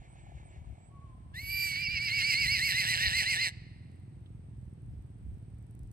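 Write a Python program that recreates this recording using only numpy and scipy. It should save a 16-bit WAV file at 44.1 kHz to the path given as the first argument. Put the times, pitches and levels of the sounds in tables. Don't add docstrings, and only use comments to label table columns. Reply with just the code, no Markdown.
import sys
import numpy as np
from scipy import signal
from scipy.fft import rfft, irfft, next_fast_len
from scipy.io import wavfile
from scipy.ndimage import map_coordinates

SR = 44100
rng = np.random.default_rng(int(sys.argv[2]) if len(sys.argv) > 2 else 0)


def boost(x):
    u = np.asarray(x, float) / 20
    return 10 ** u


def master_out(mix):
    frames = np.transpose(np.atleast_2d(mix))
    ceiling = np.clip(frames, -1, 1)
    pcm = np.round(ceiling * 32767).astype(np.int16)
    wavfile.write(sys.argv[1], SR, pcm)


N = 261072

# peak time in seconds, half length in seconds, peak in dB, left-right in dB.
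GUSTS = [(0.362, 0.14, -44.5, 4), (0.608, 0.035, -41, 8), (0.707, 0.041, -41, 20), (1.01, 0.14, -60, -5),
         (1.294, 0.23, -53, 0), (1.5, .12, -53, 4), (1.919, 0.097, -43, -0.5), (2.211, 0.039, -46.5, 1),
         (2.46, 0.099, -44, 8), (3.079, 0.04, -43, 19.5), (3.19, 0.052, -48, -0.5), (4.322, .2, -50, 0.5),
         (4.625, .12, -51, -7.5), (4.926, 0.092, -40, -0.5), (5.29, 0.098, -39.5, -3.5),
         (5.547, 0.11, -52.5, -3), (5.843, 0.048, -39, 2.5)]
# frequency in Hz, level in dB.
BUFFET_COLOUR = [(22, -61), (38, -16), (60, -6), (90, -9.5), (180, -25.5), (400, -58.5), (900, -78.5)]
# frequency in Hz, level in dB per Hz.
LEAF_COLOUR = [(88, -17), (150, -7.5), (221, -35.5), (296, -19.5), (541, -30), (710, -27), (1180, -36),
               (2190, -37.5), (7020, -53.5), (8530, -48.5), (11600, -55), (12600, -74), (15600, -64)]
# start in seconds, length in seconds, peak in dB.
TICK_BOUTS = [
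    (3.9167, .1, -69),
    (4.167, .06, -74),
    (4.5728, .185, -72),
    (4.8207, .06, -71.5),
    (5.024, .1, -71),
    (5.186, .06, -71),
    (5.3433, .1, -69),
    (5.5038, .185, -67),
    (5.7106, .205, -60.5),
]
# start in seconds, length in seconds, first pitch in Hz, last pitch in Hz, level in dB.
BIRD_NOTES = [
    (0.062, 0.12, 7860, 8370, -65),
    (0.166, 0.11, 8200, 7500, -68),
    (0.432, 0.067, 8100, 8250, -64),
    (0.47, 0.079, 7050, 8240, -69),
    (0.748, 0.19, 7640, 7830, -69.5),
    (0.827, 0.083, 7700, 8250, -67),
    (.85, 0.038, 7750, 7700, -79),
    (4.921, 0.039, 5300, 5450, -80.5),
]
# time in seconds, peak in dB.
KNOCK = [
    (4.2601, -66),
]
# time in seconds, cycle rate in Hz, thump level in dB.
ENGINE_SPEED = [
    (0, 17, -62),
    (.1, 18.6, -61),
    (.6, 18.2, -58),
    (1, 19.3, -57.5),
    (1.2, 17.8, -55.5),
    (2.5, 17.37, -48),
    (3.6, 20.7, -52.5),
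    (4.3, 22.9, -53),
    (5, 18.2, -51),
    (5.92, 19.1, -52),
]
# frequency in Hz, level in dB.
PIPE = [(28, -39.5), (55, -6), (80, -4), (115, 2), (160, -7), (230, -14), (350, -22.5), (600, -38.5),
        (1200, -95)]
# frequency in Hz, level in dB per Hz.
RASP_COLOUR = [(180, -27.5), (300, -15.5), (378, -11), (398, -21.5), (730, -6), (1160, -17.5),
               (1400, -38.5), (1820, -62), (3080, -120)]
# frequency in Hz, level in dB per Hz.
TYRE_COLOUR = [(760, -73), (1300, -24.5), (1370, -21.5), (1740, -2), (1920, -10), (2250, 0), (2470, -8.5),
               (4430, -18), (4890, -27.5), (7000, -16), (9100, -40), (15400, -120)]
# frequency in Hz, time to decay by 60 dB in seconds.
TREE_DECAY = [(300, 0.37), (2000, 1.44), (5000, 1.12), (12000, 0.12)]
# frequency in Hz, left-right difference in dB.
PORT_SHADOW = [(60, 0.5), (110, -6), (200, -10.5), (380, 5.5), (700, -4), (1290, 2), (2380, -2.5),
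               (4400, -4), (8120, -8), (15000, -2.5)]
# time in seconds, whistle in Hz, whistle in dB, growl in dB, roughness 0-1.
CALL_ONSET = [
    (1.325, 1557, -90, -102, 0.23),
    (1.343, 1707, -50.5, -59.5, 0.08),
    (1.385, 2045, -42, -55, 0.08),
    (1.42, 2261, -49.5, -53, 0.3),
    (1.481, 2259, -44, -50.5, 0.1),
    (1.51, 2337, -37, -48, 0.3),
    (1.646, 2340, -33.5, -41, 0.04),
    (1.709, 2254, -39, -41.5, 0.31),
    (1.76, 2215, -38.5, -37, 0.25),
]
# crest time in seconds, crest pitch in Hz, pitch of the dip after it in Hz,
# whistle at the crest in dB, growl in the dip in dB.
BELLY_THROBS = [(1.821, 2372, 2232, -37, -53.5), (1.923, 2390, 2162, -37, -40),
                (2.043, 2340, 2056, -36.5, -34.5), (2.16, 2299, 2070, -34, -30.5),
                (2.279, 2338, 2029, -32.5, -31.5), (2.405, 2295, 1933, -33, -32.5),
                (2.527, 2280, 1765, -32.5, -30.5), (2.658, 2260, 1705, -33.5, -31),
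                (2.79, 2113, 1600, -34, -34), (2.91, 2038, 1552, -35, -33.5), (3.043, 1940, 1596, -34, -33),
                (3.173, 2136, 1637, -34, -32.5), (3.3, 2189, 1660, -34, -37), (3.426, 2111, 1669, -35, -40)]
OVERTONES = [9.5, 4.5, -1, -2, 14.5, 12]
# frequency in Hz, level in dB.
THROAT = [(150, -62), (650, -26), (1150, -23.5), (1600, -8), (1950, -3.5), (2350, -8.5), (2800, 0.5),
          (3200, -11), (3700, -11), (4250, -5.5), (4600, -13), (4950, -7), (5900, -21), (10000, -34)]
# frequency in Hz, level in dB.
NOSTRILS = [(4500, -38.5), (6000, -5), (6900, -32), (7650, -5.5), (8250, -10), (8900, -16.5), (10500, -19),
            (11700, -11.5), (12600, -6.5), (14000, -15.5), (14700, -38.5), (15500, -57.5)]
# time in seconds, hiss in dB, brightness in dB.
BREATH_FLOW = [
    (1.33, -94.5, -15),
    (1.35, -64, -2),
    (1.47, -59.5, 6),
    (1.609, -47.5, 0.5),
    (1.751, -50.5, -7.5),
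    (1.882, -67, -6.5),
    (2.24, -48, -11.5),
    (2.76, -46, -7),
    (3.481, -46, -15.5),
]
# frequency in Hz, level in dB.
CHEST = [(250, -33), (400, -10.5), (700, -1.5), (1000, 8.5), (1300, -43)]
# centre in Hz, width in
# Hz, depth 0-1.
POCKETS = [(1230, 420, .95), (3350, 130, .93), (6100, 300, .7), (6800, 300, .8), (10500, 700, .9),
           (15600, 1500, .8)]
FIELD_LAG_S = 19.04 / 44100


def unit(x):
    return x / np.sqrt(np.mean(x ** 2) + 1e-20)


def along(points, hz):
    f, v = np.transpose(points)
    return np.interp(np.log(hz + 1), np.log(f + 1), v)


def curves(rows):
    s, *cols = np.transpose(rows)
    return [np.interp(np.arange(N) / SR, s, c) for c in cols]


def wobble(rate):
    knots = rng.standard_normal(int(N * rate / SR) + 4)
    return unit(map_coordinates(knots, [np.arange(N) * rate / SR]))


def filtered(x, response):
    m = next_fast_len(N + SR // 2)
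    padded = np.pad(x, (0, m - N), "linear_ramp", end_values=x[0])
    return irfft(rfft(padded) * response(np.fft.rfftfreq(m, 1 / SR)), m)[..., :N]


def causal(points):
    def response(hz):
        cepstrum = irfft(np.log(boost(along(points, hz))))
        half = len(cepstrum) // 2
        cepstrum[1:half] *= 2
        cepstrum[half + 1:] = 0
        return np.exp(rfft(cepstrum))
    return response


def noise(points):
    return unit(filtered(rng.standard_normal(N), lambda hz: boost(along(points, hz))))


def ports(x, lag, balance):
    def both(hz):
        half = boost(along(balance, hz) / 2) * np.exp(-1j * np.pi * hz * lag)
        return np.array([half, 1 / half])
    return filtered(x, both)


def pulses(cycles, sizes):
    at = np.flatnonzero(np.diff(np.floor(cycles)) > 0)
    return np.bincount(at, sizes[at], N)


def clicks(rows, points, t60):
    hits = np.bincount([round(s * SR) for s, db in rows], [boost(db) for s, db in rows], N)
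    decay = boost(-60 * np.arange(SR // 20) / SR / t60)
    return noise(points) * signal.fftconvolve(hits, decay)[:N]


def wind():
    t, side = np.arange(N) / SR, np.array([[1], [-1]])
    gusts = boost(-55)
    for s, half, db, pan_db in GUSTS:
        gusts = gusts + boost(db + side * pan_db / 2 - 14 * ((t - s) / half) ** 2)
    shared = noise(BUFFET_COLOUR)
    lumps = np.array([unit(shared + 0.5 * noise(BUFFET_COLOUR)) for port in side])
    hush = np.array([noise(LEAF_COLOUR), noise(LEAF_COLOUR)]) * boost(0.27 * wobble(2.2))
    return gusts * boost(-4 + 1.3 * wobble(8.9)) * lumps + boost(-63) * hush


def engine():
    nearest_s, distance_m, speed_m_per_s = 0.39, 8.3, 23
    cycle_hz, thump_db = curves(ENGINE_SPEED)
    since = np.arange(N) / SR - nearest_s
    away_db = -20 * np.log10(np.hypot(1, speed_m_per_s * since / distance_m))
    rasp_db = -63 + away_db
    tyres_db = -67 + 1.8 * away_db - 4.25 * since
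    firings = 2 * np.cumsum(cycle_hz * (1 + 0.00753 * wobble(6))) / SR + 0.3974
    size_db = np.where(np.floor(firings + 1) % 2, 0, -11) + 1.3 * wobble(30)
    blasts = unit(filtered(pulses(firings, boost(size_db)), causal(PIPE)))
    thump = unit(blasts + 0.88 * noise(PIPE))
    rasp = unit(noise(RASP_COLOUR) * np.exp(0.75 * np.cos(2 * np.pi * (firings - 0.15))))
    tyres = noise(TYRE_COLOUR) * boost(2 * wobble(21))
    bass = ports(boost(thump_db + 3.5) * thump, lag=FIELD_LAG_S, balance=[(100, -1.55)])
    road = boost(rasp_db) * rasp + boost(tyres_db) * tyres
    return bass + ports(road, lag=0.00038, balance=[(1000, -0.64)])


def insects():
    chorus = noise([(6500, -70), (7700, -13), (8300, 9.5), (8900, -3.5), (10500, -48)])
    chorus = chorus * boost(-80.5 + 0.72 * wobble(30))
    rows = []
    for s, length, db in TICK_BOUTS:
        for at in np.arange(s, s + length, 0.0409):
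            rows.append((at, db + 1.5 * rng.standard_normal()))
    ticks = clicks(rows, [(2500, -40), (5000, -2), (8500, 9), (11500, 9), (16000, -13)], t60=0.0084)
    return chorus * boost([[-11], [0]]) + ports(ticks, lag=0.00021, balance=[(8000, -7)])


def birds():
    out = np.zeros(N)
    for s, length, from_hz, to_hz, db in BIRD_NOTES:
        count = round(length * SR)
        glide = np.cumsum(np.linspace(from_hz, to_hz, count)) / SR
        out[round(s * SR):][:count] += boost(db) * np.hanning(count) * np.sin(2 * np.pi * glide)
    return out


def horn():
    start_s, attack_s, hold_s = 0.89, 0.08, 0.078
    t = np.arange(N) / SR - start_s
    after = np.maximum(t - attack_s - hold_s, 0)
    hz = 1105 - 90.1 * (1 - np.exp(-after / 0.07))
    db = -60.5 - 4 * np.minimum(after / 0.02, 1) - 62 * after
    swell = np.clip(t / attack_s, 0, 1) * boost(db + 1.7 * wobble(25))
    return swell * np.sin(2 * np.pi * np.cumsum(hz * (1 + 0.01 * wobble(30))) / SR)


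def trees(x, spread):
    hz, t, z = signal.stft(rng.standard_normal((3, SR)), SR, nperseg=256)
    decay = boost(-60 * t / along(TREE_DECAY, hz)[:, None])
    tail = signal.istft(z * decay, SR, nperseg=256)[1]
    delayed = np.pad(x, (800, 0))[None]
    echo = signal.fftconvolve(delayed, tail / np.linalg.norm(tail[0]), axes=1)[:, :N]
    return ports(echo[0], FIELD_LAG_S, PORT_SHADOW) + spread * echo[1:]


def grass(x, t60):
    tail = rng.standard_normal((2, SR // 20)) * boost(-60 * np.arange(SR // 20) / SR / t60)
    return signal.fftconvolve(x[None], tail / np.linalg.norm(tail[0]), axes=1)[:, :N]


def throbs(bend, rise, fall):
    s, crest_hz, dip_hz, crest_db, dip_growl_db = np.transpose(BELLY_THROBS)

    def slack_khz(hz):
        return np.maximum(2280 - hz, 0) / 1000

    onset = [(at, hz, 0.212 * hz, *rest) for at, hz, *rest in CALL_ONSET]
    growl_over_db = np.minimum(-5 + 35 * slack_khz(crest_hz), 2.9)
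    crests = np.transpose([s, crest_hz, 0.218 * crest_hz, crest_db, crest_db + growl_over_db, 0.08 + 0 * s])
    dip_s = s + 0.505 * np.append(np.diff(s), 0.118)
    dip_db = crest_db + 1.5 - 18 * slack_khz(dip_hz)
    dip_rough = 0.22 + 0.85 * slack_khz(dip_hz)
    dips = np.transpose([dip_s, dip_hz, 0.208 * dip_hz, dip_db, dip_growl_db, dip_rough])
    rows = [[*row, 0.06] for row in onset]
    for start, crest, dip in zip([np.array(onset[-1]), *dips], crests, dips):
        climb = (start, rise, -1, (0.85, 0.7, 0.5, 0.21))
        drop = (dip, fall, 1, (0, 0.25, 0.5, 0.75, 1))
        for far, fade, side, steps in (climb, drop):
            for u in steps:
                share = np.array([u, u ** bend, u ** bend, u ** fade, u ** fade, u ** fade])
                grip = ((1 + side * u) / 2) ** 1.45 * np.sqrt(dip[5])
                rows.append([*(crest + share * (far - crest)), grip])
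    past_end = np.maximum(np.arange(N) / SR - dips[-1, 0], 0)
    gone_db = 57 * (past_end / 0.045) ** 1.4
    return *curves(rows), np.minimum(gone_db, 150)


def whistle(turn, folds, whistle_db, hiss_db, bright_db, rough, grip):
    depth = 0.07996 + 1.5 * np.tanh(2 * grip) ** 2
    shake = depth * np.exp(2j * np.pi * folds) + 0.2j * wobble(400)
    total = 0
    for k, db in enumerate(OVERTONES, 1):
        lift_db = (k > 1) * (1.8 * wobble(60) - 9 * grip)
        lift_db = lift_db + (k == 2) * 0.74 * np.maximum(whistle_db + 37.5, 0)
        lift_db = lift_db + (k > 2) * (0.6 * (hiss_db + 47.5) - 30 * rough)
        lift_db = lift_db + (k > 4) * 2 * bright_db
        total = total + boost(db + lift_db) * np.exp(1j * k * turn + (k > 1) * shake)
    return total


def fold_gate(folds, grip, late, swing):
    half_rate = np.tanh(2 * grip) + 0.25 * late
    pull = 0.55j * (np.sin(2 * np.pi * folds) + half_rate * np.sin(np.pi * folds))
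    depth = 0.08 + 0.95 * np.tanh(2 * grip) ** 1.5
    return unit(np.exp(depth * (0.7 * swing + pull - 0.3)))


def growl(folds, growl_db, rough, puffs):
    stronger = np.where(np.floor(folds + 1) % 2, 1, -1)
    claps = pulses(folds, boost(rough * (2.8 * stronger + 5 * np.tanh(wobble(300)))))
    claps = unit(filtered(claps, causal(THROAT)))
    return boost(growl_db) * (0.45 * claps + 0.8 * noise(THROAT) * puffs)


def breath(hiss_db, bright_db, growl_db, rough, puffs):
    low = noise([p for p in NOSTRILS if p[0] < 11000] + [(11500, -54.5)])
    high = noise([(9500, -68.5)] + [p for p in NOSTRILS if p[0] > 10000])
    level_db = hiss_db + 2.5 + 1.9 * wobble(24.45) - 3.22 * rough
    level_db = level_db + np.minimum(growl_db + 50.5, 0) * 0.5
    return boost(level_db) * puffs * (low + boost(bright_db + 2.34 * wobble(25)) * high)


def pockets(hz):
    return np.prod([1 - d * 1j * hz * w / (c * c - hz * hz + 1j * hz * w) for c, w, d in POCKETS], axis=0)


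def horse():
    whistle_hz, fold_hz, whistle_db, growl_db, rough, grip, gone_db = throbs(bend=1.55, rise=3.5, fall=1.6)
    rough = np.clip(rough, 0, 1)
    hiss_db, bright_db = curves([(1.32, -110, 0)] + BREATH_FLOW)
    hiss_db = hiss_db + 3 * grip
    folds = np.cumsum(fold_hz * (1 + (0.023 + 0.27 * rough ** 2) * wobble(250))) / SR
    jitter = 0.0042 * wobble(200) + 0.036 * rough ** 2 * wobble(300)
    turn = 2 * np.pi * np.cumsum(whistle_hz * (1 + jitter)) / SR
    late = np.clip((np.arange(N) / SR - 2.65) / 0.17, 0, 1)
    swing = np.cos(2 * np.pi * folds) + (0.88 * grip + 0.25 * late) * np.cos(np.pi * folds)
    puffs = unit(np.exp(0.52 * swing))
    tone = whistle(turn, folds, whistle_db, hiss_db, bright_db, rough, grip)
    tone_db = whistle_db + 6 * np.minimum(grip - 0.3, 0.12) - 0.28 + 5 * rough * wobble(150)
    chopped = boost(tone_db) * np.real(tone * fold_gate(folds, grip, late, swing))
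    voice = filtered(chopped, causal([(hz, 0.54 * db) for hz, db in THROAT]))
    voice = voice + growl(folds, growl_db, rough, puffs)
    voice = voice + breath(hiss_db, bright_db, growl_db, rough, puffs)
    rattle = boost(-58.5) * late * (0.84 + grip) * puffs * noise(CHEST)
    return filtered(boost(-gone_db) * (voice + rattle), pockets)


def scene():
    call, toot = horse(), horn()
    knock = boost(1) * clicks(KNOCK, [(1500, -38), (3500, 5), (7000, -39)], t60=0.05)
    direct = ports(call + birds() + knock, FIELD_LAG_S, PORT_SHADOW) + toot
    direct += boost(-17) * grass(call, t60=0.025)
    answer = trees(boost(-31) * call + boost(-7.5) * toot, spread=0.98)
    return direct + answer + engine() + wind() + insects()


def low_pass(x):
    return signal.sosfilt(signal.butter(12, 15730, fs=SR, output="sos"), x)


def record(dry):
    return low_pass(dry)


dry = scene()
out = record(dry)
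master_out(out)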